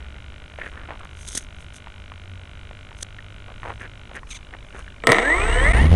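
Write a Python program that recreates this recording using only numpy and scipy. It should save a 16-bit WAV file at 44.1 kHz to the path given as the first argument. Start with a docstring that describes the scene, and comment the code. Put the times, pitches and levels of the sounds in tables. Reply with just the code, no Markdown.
"""The brushless motor of a model plane stutters into life after five seconds and whines up: sine lines locked
to the shaft, a switching whistle and a rattling mount; propeller wash buffets and overloads the microphone.
Before that, hands knock, creak, brush and squeak on the airframe: contact pulses through resonances, and
shaped noise. Radio packets tick in the microphone line over airy noise, and a far engine drones as a
wavering, climbing sine."""
import sys
import numpy as np
from scipy import signal
from scipy.fft import rfft, irfft
from scipy.io import wavfile
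from scipy.ndimage import uniform_filter1d

SR = 44100
rng = np.random.default_rng(int(sys.argv[2]) if len(sys.argv) > 2 else 0)


def int16_out(signal):
    """Quantize to a 16-bit WAV file."""
    q = np.round(np.clip(np.atleast_2d(signal).T, -1, 1) * 32767)
    wavfile.write(sys.argv[1], SR, q.astype(np.int16))


N = 262395
TIME = np.arange(N) / SR


def amp(db):
    """Decibels to gain."""
    return 10 ** (np.asarray(db) / 20)


def unit(x):
    """Scale to rms 1."""
    return x / np.sqrt(np.mean(x ** 2) + 1e-20)


def curves(rows):
    """Each column of a table, joined by straight lines in time."""
    s, *columns = np.transpose(rows)
    return [np.interp(TIME, s, column) for column in columns]


def gain_at(points, hz):
    """Gain of a spectrum at the given frequencies, drawn in dB over log frequency."""
    f, db = np.transpose(points)
    return amp(np.interp(np.log(np.maximum(hz, 1)), np.log(f), db))


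def noise(points):
    """White noise shaped to the given spectrum, rms 1."""
    size = 2 ** 19
    spectrum = rfft(rng.standard_normal(size))
    shaped = irfft(spectrum * gain_at(points, np.fft.rfftfreq(size, 1 / SR)))
    return unit(shaped[:N])


def drift(rate):
    """Random wander of rms 1 with a new target rate times a second."""
    knots = rng.standard_normal(8192)
    return unit(np.interp(TIME * rate, np.arange(len(knots)), knots))


def swell(s, rise_s, fall_s):
    """Exponential rise to 1 at time s, then an exponential fall."""
    return np.exp(-np.minimum(np.maximum((s - TIME) / rise_s, (TIME - s) / fall_s), 20))


def tone(phase):
    """A sine of rms 1 with a random starting phase."""
    return np.sqrt(2) * np.sin(phase + rng.uniform(0, 2 * np.pi))


def grains(per_s, spread_db, size=N):
    """Random contacts of either sign and uneven strength."""
    hits = rng.random(size) < per_s / SR
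    signs = rng.choice([-1, 1], size)
    return hits * signs * amp(spread_db * np.minimum(rng.exponential(1, size), 3))


def resonate(x, hz, width):
    """One resonance with gain 1 at its peak; a narrower width rings longer."""
    r = np.exp(-np.pi * width / SR)
    zeros = np.array([1, 0, -1]) * (1 - r * r) / 2
    poles = [1, -2 * r * np.cos(2 * np.pi * hz / SR), r * r]
    return signal.lfilter(zeros, poles, x + 1e-18)


def body(x, modes):
    """Resonances side by side, signs alternating."""
    return sum((-1) ** k * amp(db) * resonate(x, hz, width) for k, (hz, width, db) in enumerate(modes))


def lowpass(x, hz, order=2):
    """Butterworth low-pass."""
    return signal.sosfilt(signal.butter(order, min(hz, .45 * SR), fs=SR, output="sos"), x)


def add(out, s, sound):
    """Mix a sound in at time s."""
    i = int(s * SR)
    out[i:i + len(sound)] += sound[:N - i]


# spectrum of open air and microphone hiss: [f/Hz, relative level per Hz/dB]
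AIR_SPECTRUM = [(12, -3.5), (28, -1), (60, -1), (100, -7.5), (150, -14), (300, -21.5), (600, -28.5),
                (1200, -27.5), (2400, -35.5), (4500, -43.5), (6300, -42), (7500, -44.5), (10000, -46.5),
                (12500, -68)]
# the far engine comes and goes: [t/s, level/dB]
ENGINE_LEVEL = [(0, -39), (.95, -50), (1.13, -37), (1.4, -51), (2.4, -39.5), (2.8, -51), (3.5, -40),
                (4, -45), (4.2, -80)]
# the engine's starting pitch [Hz] and its steady climb [Hz per s]
ENGINE_HZ, ENGINE_CLIMB_HZ_PER_S = 65.8, 10.3


def outdoors(air_db=-38.5, waver_db=1.4):
    """Rumble and hiss as shaped noise; the far engine's drone is one wavering sine that climbs steadily."""
    engine_hz = ENGINE_HZ + ENGINE_CLIMB_HZ_PER_S * TIME
    air = amp(air_db) * noise(AIR_SPECTRUM)
    engine_gain = amp(curves(ENGINE_LEVEL)[0] + waver_db * drift(9))
    return air + engine_gain * tone(2 * np.pi * np.cumsum(engine_hz) / SR)


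def shell(x, hz, width_hz=480, mount_db=-7, thud_db=-11, thud_hz=330, soft_hz=2300):
    """A soft touch rings the spot touched, the main mode of the airframe and its hollow hull."""
    spot = resonate(x, hz, width_hz)
    main_mode = amp(mount_db) * resonate(x, 1790, 200)
    hull_thud = amp(thud_db) * resonate(x, thud_hz, 520)
    return lowpass(spot + main_mode + hull_thud, soft_hz, order=3)


# fingers knock on the airframe: [t/s, peak level/dB, ring f/Hz]
FINGER_KNOCKS = [(.587, -19.5, 600), (.616, -14.5, 1950), (.662, -19.5, 1850), (.775, -23.5, 1580),
                 (.888, -25, 776), (.9066, -14.5, 744), (1.352, -25, 490), (1.871, -23, 930),
                 (2.119, -21.5, 1137), (2.711, -24, 553), (2.916, -27.5, 948), (3.028, -29, 320),
                 (3.189, -25.5, 1873), (3.632, -17.5, 1145), (3.697, -20, 700), (3.7035, -14.5, 950),
                 (3.812, -23, 1710), (4.152, -24, 1780), (4.168, -20.5, 1740), (4.232, -26, 1100),
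                 (4.538, -21, 1730), (4.748, -23.5, 450), (4.879, -26, 1650)]
# the grip shifts and creaks: [start t/s, length/s, rms level/dB, centre f/Hz]
GRIP_CREAKS = [(.575, .125, -37.5, 1710), (.705, .18, -44.5, 1300), (.872, .098, -39.5, 850),
               (.99, .08, -43, 1070), (3.463, .076, -45, 590), (3.628, .11, -34, 720),
               (3.786, .09, -38.5, 1671), (4.089, .052, -44.5, 688), (4.14, .053, -36.5, 1690),
               (4.52, .04, -42, 700), (4.727, .1, -41.5, 1330)]


def handling(stray_db=-61, settling_db=-56, settling_s=.45):
    """Knocks are single contacts, creaks are runs of tiny slips; both ring the shell over faint stray ticks."""
    out, tap = np.zeros(N), signal.unit_impulse(2048)
    for s, db, hz in FINGER_KNOCKS:
        scrape = .035 * rng.standard_normal(len(tap)) * np.exp(-TIME[:len(tap)] / .006)
        knock = shell(tap + scrape, hz, width_hz=300, thud_db=-20.5)
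        add(out, s, amp(db) * knock / np.abs(knock).max())
    for s, length, db, hz in GRIP_CREAKS:
        size = int(length * SR)
        slips = grains(600, 4.5, size=size) * signal.windows.tukey(size, .4)
        creak = unit(shell(slips, hz, width_hz=670, mount_db=-34, thud_db=-3))
        add(out, s, amp(db) * creak)
    # the grip is never quite still: stray ticks all along, louder around the time it settles
    restless = amp(stray_db) + amp(settling_db) * swell(settling_s, 1, .5)
    return out + restless * unit(shell(grains(60, 1.9), 1200, width_hz=1500, mount_db=-3, thud_db=1.5))


# ringing of each packet tick: [f/Hz, width/Hz, level/dB]
TICK_MODES = [(591, 57, 4), (1443, 125, 3.5), (2155, 150, 1), (2368, 91, 4.5), (2940, 230, 2),
              (3420, 185, -2), (3850, 400, -4.5)]
# radio link: packets per s, first packet [s], and a pause in the stream [s]
PACKET_RATE, FIRST_PACKET_S = 50.635, .0052
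PAUSE_START_S, PAUSE_END_S = 4.2, 4.26


def radio_ticks(level_db=-31.0, lead_share=0.22, lead_s=0.00171, data_db=-24, busy_db=-7):
    """Packets leak into the line as a weak edge, then a strong one; after the pause, as a data burst and edge."""
    edges = np.zeros(N)
    for s in np.arange(FIRST_PACKET_S, TIME[-1], 1 / PACKET_RATE):
        if s < PAUSE_START_S:
            add(edges, s - lead_s, [-lead_share])
            add(edges, s, [1])
        elif s > PAUSE_END_S:
            add(edges, s - lead_s, amp(data_db) * rng.standard_normal(size=130))
            add(edges, s + rng.normal(0, .0003), [amp(busy_db)])  # timing jitters
    ticks = lowpass(body(edges, TICK_MODES), 4000, order=8)
    return amp(level_db) * ticks / np.abs(ticks[:SR]).max()  # level_db sets the peak of the first second


# swishes: brushing over the camera case; the rows at 4.313 and 4.358 are the hiss of the two squeaks:
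# [peak t/s, swell/s, level/dB]
SWISHES = [(.66, .09, -59), (1.21, .035, -48), (1.285, .007, -34), (1.32, .045, -39.5), (1.415, .025, -49),
           (1.356, .007, -25), (1.378, .009, -21), (1.61, .05, -56.5), (1.766, .016, -44), (2.99, .02, -52),
           (3.021, .009, -41), (3.69, .07, -57.5), (3.82, .025, -55), (4.161, .012, -47),
           (4.313, .012, -40.5), (4.358, .016, -43), (4.79, .06, -52.5)]
# grit snaps against the case: [t/s, level/dB]
GRIT_SNAPS = [(.997, -44), (1.049, -39), (1.278, -27.5), (1.439, -44), (3.0275, -25), (3.0298, -20.5)]
# spectrum of swishes and snaps: [f/Hz, relative level per Hz/dB]
SWISH_SPECTRUM = [(200, -2.5), (400, -10.5), (900, -25), (1450, -11), (2100, -10.5), (2600, -20.5),
                  (3400, -2), (4400, -12), (5600, -6), (6300, 2.5), (7200, -7.5), (8600, -2), (10000, -5.5),
                  (12500, -26.5)]
# a swish dies away in this share of its swell time; a snap swells and dies this fast [s]
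SWISH_FALL_SHARE, SNAP_S = .7, .0008


def brushing(flutter_db=3.9):
    """Gritty swishes, sharp snaps and the hiss of the squeaks: fluttering shaped noise under fast swells."""
    level = sum(amp(db) * swell(s, rise, rise * SWISH_FALL_SHARE) for s, rise, db in SWISHES)
    level = level + sum(amp(db) * swell(s, SNAP_S, SNAP_S) for s, db in GRIT_SNAPS)
    return level * noise(SWISH_SPECTRUM) * amp(flutter_db * drift(500))


# a finger squeaks on the skin: [start t/s, length/s, starting slip rate f/Hz, level before fades/dB]
FINGER_SQUEAKS = [(4.3, .037, 1350, -35), (4.34, .04, 1220, -37)]
# the slips slow down as the finger stops [octaves per s]
SQUEAK_SAG_OCT_PER_S = 12


def squeaking(jitter=.07, edge_share=.45):
    """Stick-slip pulses that slow down and ring the skin of the airframe."""
    out = np.zeros(N)
    skin_modes = [(2270, 590, 0), (3760, 440, 1), (6280, 230, 3.5), (8600, 350, -9)]  # f/Hz, width/Hz, level/dB
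    for s, length, slip_hz, db in FINGER_SQUEAKS:
        size = int(length * SR)
        slowing = 2 ** (-SQUEAK_SAG_OCT_PER_S * TIME[:size])
        rate = slip_hz * slowing * (1 + jitter * drift(1100)[:size])
        slips = np.diff(np.floor(np.cumsum(rate) / SR), prepend=0)  # one pulse per completed cycle
        squeak = unit(body(slips, skin_modes))
        add(out, s, amp(db) * squeak * signal.windows.tukey(size, edge_share))
    return out


# the rotor judders before it finds its step: centre and half width [s]
JUDDER_S, JUDDER_WIDTH_S = 5.098, .023


def juddering():
    """Bell-shaped spell in which the rotor is out of step."""
    return np.exp(-np.minimum(((TIME - JUDDER_S) / JUDDER_WIDTH_S) ** 2, 20))


# the rotor jerks as it catches: [t/s, level/dB]
ROTOR_JERKS = [(5.0372, -13), (5.0701, 7.5), (5.091, 0), (5.099, -3), (5.1185, 8), (5.1295, 0), (5.145, -3),
               (5.164, -7), (5.184, 1.5), (5.22, -15)]
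# ringing of the motor mount: [f/Hz, width/Hz, level/dB]
MOUNT_MODES = [(331, 73, -5.5), (467.6, 30, 1.5), (678, 62, 1), (1017, 120, -3.5), (1306, 108, -3.5),
               (1857, 110, 3.5), (2047, 148, 1.5), (2260, 114, -3), (2830, 380, -13.5), (3780, 430, -16.5),
               (6000, 850, -27), (8850, 1150, -26)]
# low ringing of the hull: [f/Hz, width/Hz, level/dB]
HULL_MODES = [(130, 110, -5.5), (252, 57, 1), (347, 40, -7), (467, 32, 3.5), (620, 38, 0), (1013, 77, -7),
              (1280, 64, -3.5)]
# the controller switches on, and the rotor catches a moment later [s]
POWER_ON_S, CATCH_S = 5.037, 5.07


def start_up(judder_db=-10, sizzle_db=-32, strain_db=-29, strain_s=.05):
    """The rotor catches in jerks that ring the mount; the hull judders and the treble sizzles."""
    kicks = np.zeros(N)
    for s, db in ROTOR_JERKS:
        add(kicks, s, amp([db]))
    mount_peak = np.abs(body(signal.unit_impulse(512), MOUNT_MODES)).max()
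    jerks = lowpass(body(kicks, MOUNT_MODES), 4500) / mount_peak
    # the two strongest jerks overload the microphone with a sharp broadband click
    overload_click = resonate(kicks * (kicks > 2), 9000, 4900)
    sizzle_noise = resonate(resonate(rng.standard_normal(N), 8400, 600), 8400, 600)
    sizzle = amp(sizzle_db) * unit(sizzle_noise)
    hull = unit(body(grains(700, 1.9), HULL_MODES))
    # the stalled rotor already strains against the hull as the power comes on
    strain = amp(strain_db) * hull * swell(POWER_ON_S, 1, strain_s) * (TIME > POWER_ON_S)
    judder = (amp(judder_db) * hull + sizzle) * juddering() * (TIME > CATCH_S)
    return jerks + overload_click + strain + judder


def fade_above(speed, limit, steepness):
    """Gain 1 at low speed, one half at the limit, falling away beyond it."""
    return 1 / (1 + (speed / limit) ** steepness)


# lines around the controller's switching tone: [offset/shaft multiples, level/dB]
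SIDEBANDS = [(-14, -16), (14, 0.5), (28, -16), (42, -25), (56, -28)]
# switching tone [Hz], whistle reference level [dB]
SWITCH_HZ, WHISTLE_DB = 7993, -40
# shaft speed at full throttle, and where the bare tone has halved [turns per s]
FULL_SPEED, CARRIER_FADE_SPEED = 96, 45


def whistle(speed, angle):
    """The switching tone peaks at half throttle; commutation chops it into side lines that fan out with speed."""
    switching = 2 * np.pi * SWITCH_HZ * TIME
    carrier = fade_above(speed, CARRIER_FADE_SPEED, 4.5) * tone(switching)
    sides = sum(amp(db + 2.2 * drift(70)) * tone(switching + k * angle) for k, db in SIDEBANDS)
    throttle = np.clip(speed / FULL_SPEED, .09, 1)
    return amp(WHISTLE_DB) * np.sin(np.pi * throttle) * (carrier + sides) * (TIME > POWER_ON_S)


# rattle level before its fade [dB]; speed at which rattle and whine have faded by half [turns per s]
RATTLE_DB, SMOOTH_SPEED = -22.7, 72
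# each jerk stirs up the rattle: level [dB re the jerk], decay [s]
JERK_RATTLE_DB, JERK_RATTLE_S = -23.5, .015


def rattle(speed, angle, throb=.35, top_hz=9500):
    """Play in bearings and mount: dense contacts throb twice a turn, burst at each jerk and fade at high speed."""
    level = amp(RATTLE_DB) * fade_above(speed, SMOOTH_SPEED, 7) * (TIME > CATCH_S)
    for s, db in ROTOR_JERKS:
        level = level + amp(db + JERK_RATTLE_DB) * (TIME > s) * swell(s, 1, JERK_RATTLE_S)
    contacts = grains(4000, 3.5) * (1 + throb * np.sin(2 * angle))
    return level * unit(lowpass(body(contacts, MOUNT_MODES), top_hz, order=4))


# shaft speed at which the by-speed gains hold [turns per s]
CRUISE_SPEED = 40


def by_speed(speed, db, rise_db):
    """Gain that changes by rise_db each time the shaft speed doubles."""
    return amp(db + rise_db * np.log2(speed / CRUISE_SPEED))


# motor force lines; 12 slots and 14 poles cog 84 times a turn: [multiple of shaft rate, level/dB]
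FORCE_LINES = [(12, -44.5), (14, -32), (21, -50), (24, -44), (28, -35.5), (35, -41.5), (42, -33.5),
               (49, -34.5), (84, -31.5), (98, -45)]
# how the airframe radiates them: [f/Hz, level/dB]
AIRFRAME_RESPONSE = [(150, -8), (350, -1), (550, 3), (850, -2), (1050, 1), (1500, -2), (1680, 1),
                     (1780, 11), (2020, 12), (2130, 9), (2280, -2), (2450, -7), (2850, -3), (3350, -9),
                     (3650, -28)]
# gain at cruise speed before torque and fades [dB], change per doubling of speed [dB]
WHINE_DB, WHINE_RISE_DB = 2.0, -3.5
# torque: usual acceleration [turns per s per s], change when it doubles [dB]
USUAL_ACCELERATION, TORQUE_DB = 60, 3
# the whine sets in as the rotor locks into step [turns per s]
LOCK_SPEED = 14


def whine(speed, angle, waver_db=3.3, wobble=.15, rough=.15):
    """Magnetic force lines grow with torque and flare through resonances; the off-centre rotor roughens them."""
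    acceleration = np.maximum(uniform_filter1d(np.gradient(speed) * SR, size=1500), 1)
    torque_gain = amp(TORQUE_DB * np.log2(acceleration / USUAL_ACCELERATION))
    level = by_speed(speed, WHINE_DB, WHINE_RISE_DB) * torque_gain
    locked = 1 - fade_above(speed, LOCK_SPEED, 4)
    level = level * locked * fade_above(speed, SMOOTH_SPEED, 4) * (TIME > CATCH_S)
    uneven_angle = 2 * np.pi * np.cumsum(speed * (1 + .003 * drift(300))) / SR
    lines = np.zeros(N)
    for k, db in FORCE_LINES:
        radiated = gain_at(AIRFRAME_RESPONSE, k * speed)
        lines += amp(db + waver_db * drift(60)) * radiated * tone(k * uneven_angle)
    return level * lines * (1 + wobble * np.sin(2 * angle) + rough * drift(450))


# spectra of propeller wash and of puffs of air: [f/Hz, relative level per Hz/dB]
WASH_SPECTRUM = [(10, -19), (25, 4), (60, 5), (120, -10), (250, -18.5), (500, -26), (1000, -47),
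                 (3000, -68.5)]
PUFF_SPECTRUM = [(80, -11), (220, -0.5), (500, -4.5), (1200, -15), (3000, -20.5), (9000, -42.5)]
# gain at cruise speed [dB], change per doubling of speed [dB]
BLADE_DB, BLADE_RISE_DB = -23.5, 6
SHAKE_DB, SHAKE_RISE_DB = -16.5, 7.5
WASH_DB, WASH_RISE_DB = -21.5, 7.5
# the wash reaches the microphone and the airframe starts to shake: time and build-up [s]
WASH_ARRIVES_S, WASH_BUILD_S = 5.362, .008


def propeller(speed, angle, flap_db=-13, gust_db=2.5):
    """Blade thumps, gusty wash, and an unbalance that shakes the airframe and slaps a puff of air once a turn."""
    thumps = tone(2 * angle) + .25 * tone(3 * angle) + .17 * tone(4 * angle)
    blades = by_speed(speed, BLADE_DB, BLADE_RISE_DB) * thumps
    puffs = amp(flap_db) * unit(noise(PUFF_SPECTRUM) * (1 + .66 * np.sin(angle)))
    shake = by_speed(speed, SHAKE_DB, SHAKE_RISE_DB) * (tone(angle) + puffs)
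    wash = by_speed(speed, WASH_DB, WASH_RISE_DB) * noise(WASH_SPECTRUM) * amp(gust_db * drift(20))
    arrived = .5 + .5 * np.tanh((TIME - WASH_ARRIVES_S) / WASH_BUILD_S)
    return blades * (TIME > CATCH_S) + arrived * (shake + wash)


# the throttle opens in two pushes: [t/s, shaft speed/turns per s]
SHAFT_SPEED = [(5.035, 2.0), (5.1, 9.0), (5.16, 13.45), (5.4, 28.06), (5.46, 31.14), (5.52, 33.73),
               (5.6, 36.5), (5.66, 41.04), (5.7, 46.42), (5.75, 54.5), (5.85, 75.84), (5.89, 83.14),
               (5.95, 89.25)]


def motor():
    """Every motor layer follows the speed and angle of the one shaft."""
    speed, = curves(SHAFT_SPEED)
    angle = 2 * np.pi * np.cumsum(speed) / SR
    return whine(speed, angle) + rattle(speed, angle) + whistle(speed, angle) + propeller(speed, angle)


def scene():
    """All sources at the one microphone."""
    background = outdoors() + radio_ticks()
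    hands = handling() + brushing() + squeaking()
    return (background + hands + start_up() + motor())[None]


# the level dips briefly: [start t/s, length/s, level change/dB]
LEVEL_DIPS = [(5.7225, .011, -17), (5.868, .045, -4)]
# top of the passband [Hz]
CUTOFF_HZ = 11838


def record(dry, ceiling=0.8, gain_db=-2.5):
    """The input overloads softly into its ceiling, the level dips twice, the top is cut steeply."""
    clipped = dry / (1 + (dry / ceiling) ** 8) ** (1 / 8)
    dip_steps = sum(db * ((TIME > s) & (TIME < s + length)) for s, length, db in LEVEL_DIPS)
    dip_db = uniform_filter1d(dip_steps * 1.0, size=48)  # about 1 ms edges
    top_cut = signal.butter(20, CUTOFF_HZ, fs=SR, output="sos")
    return signal.sosfilt(top_cut, clipped * amp(gain_db + dip_db))


dry = scene()
out = record(dry)
int16_out(out)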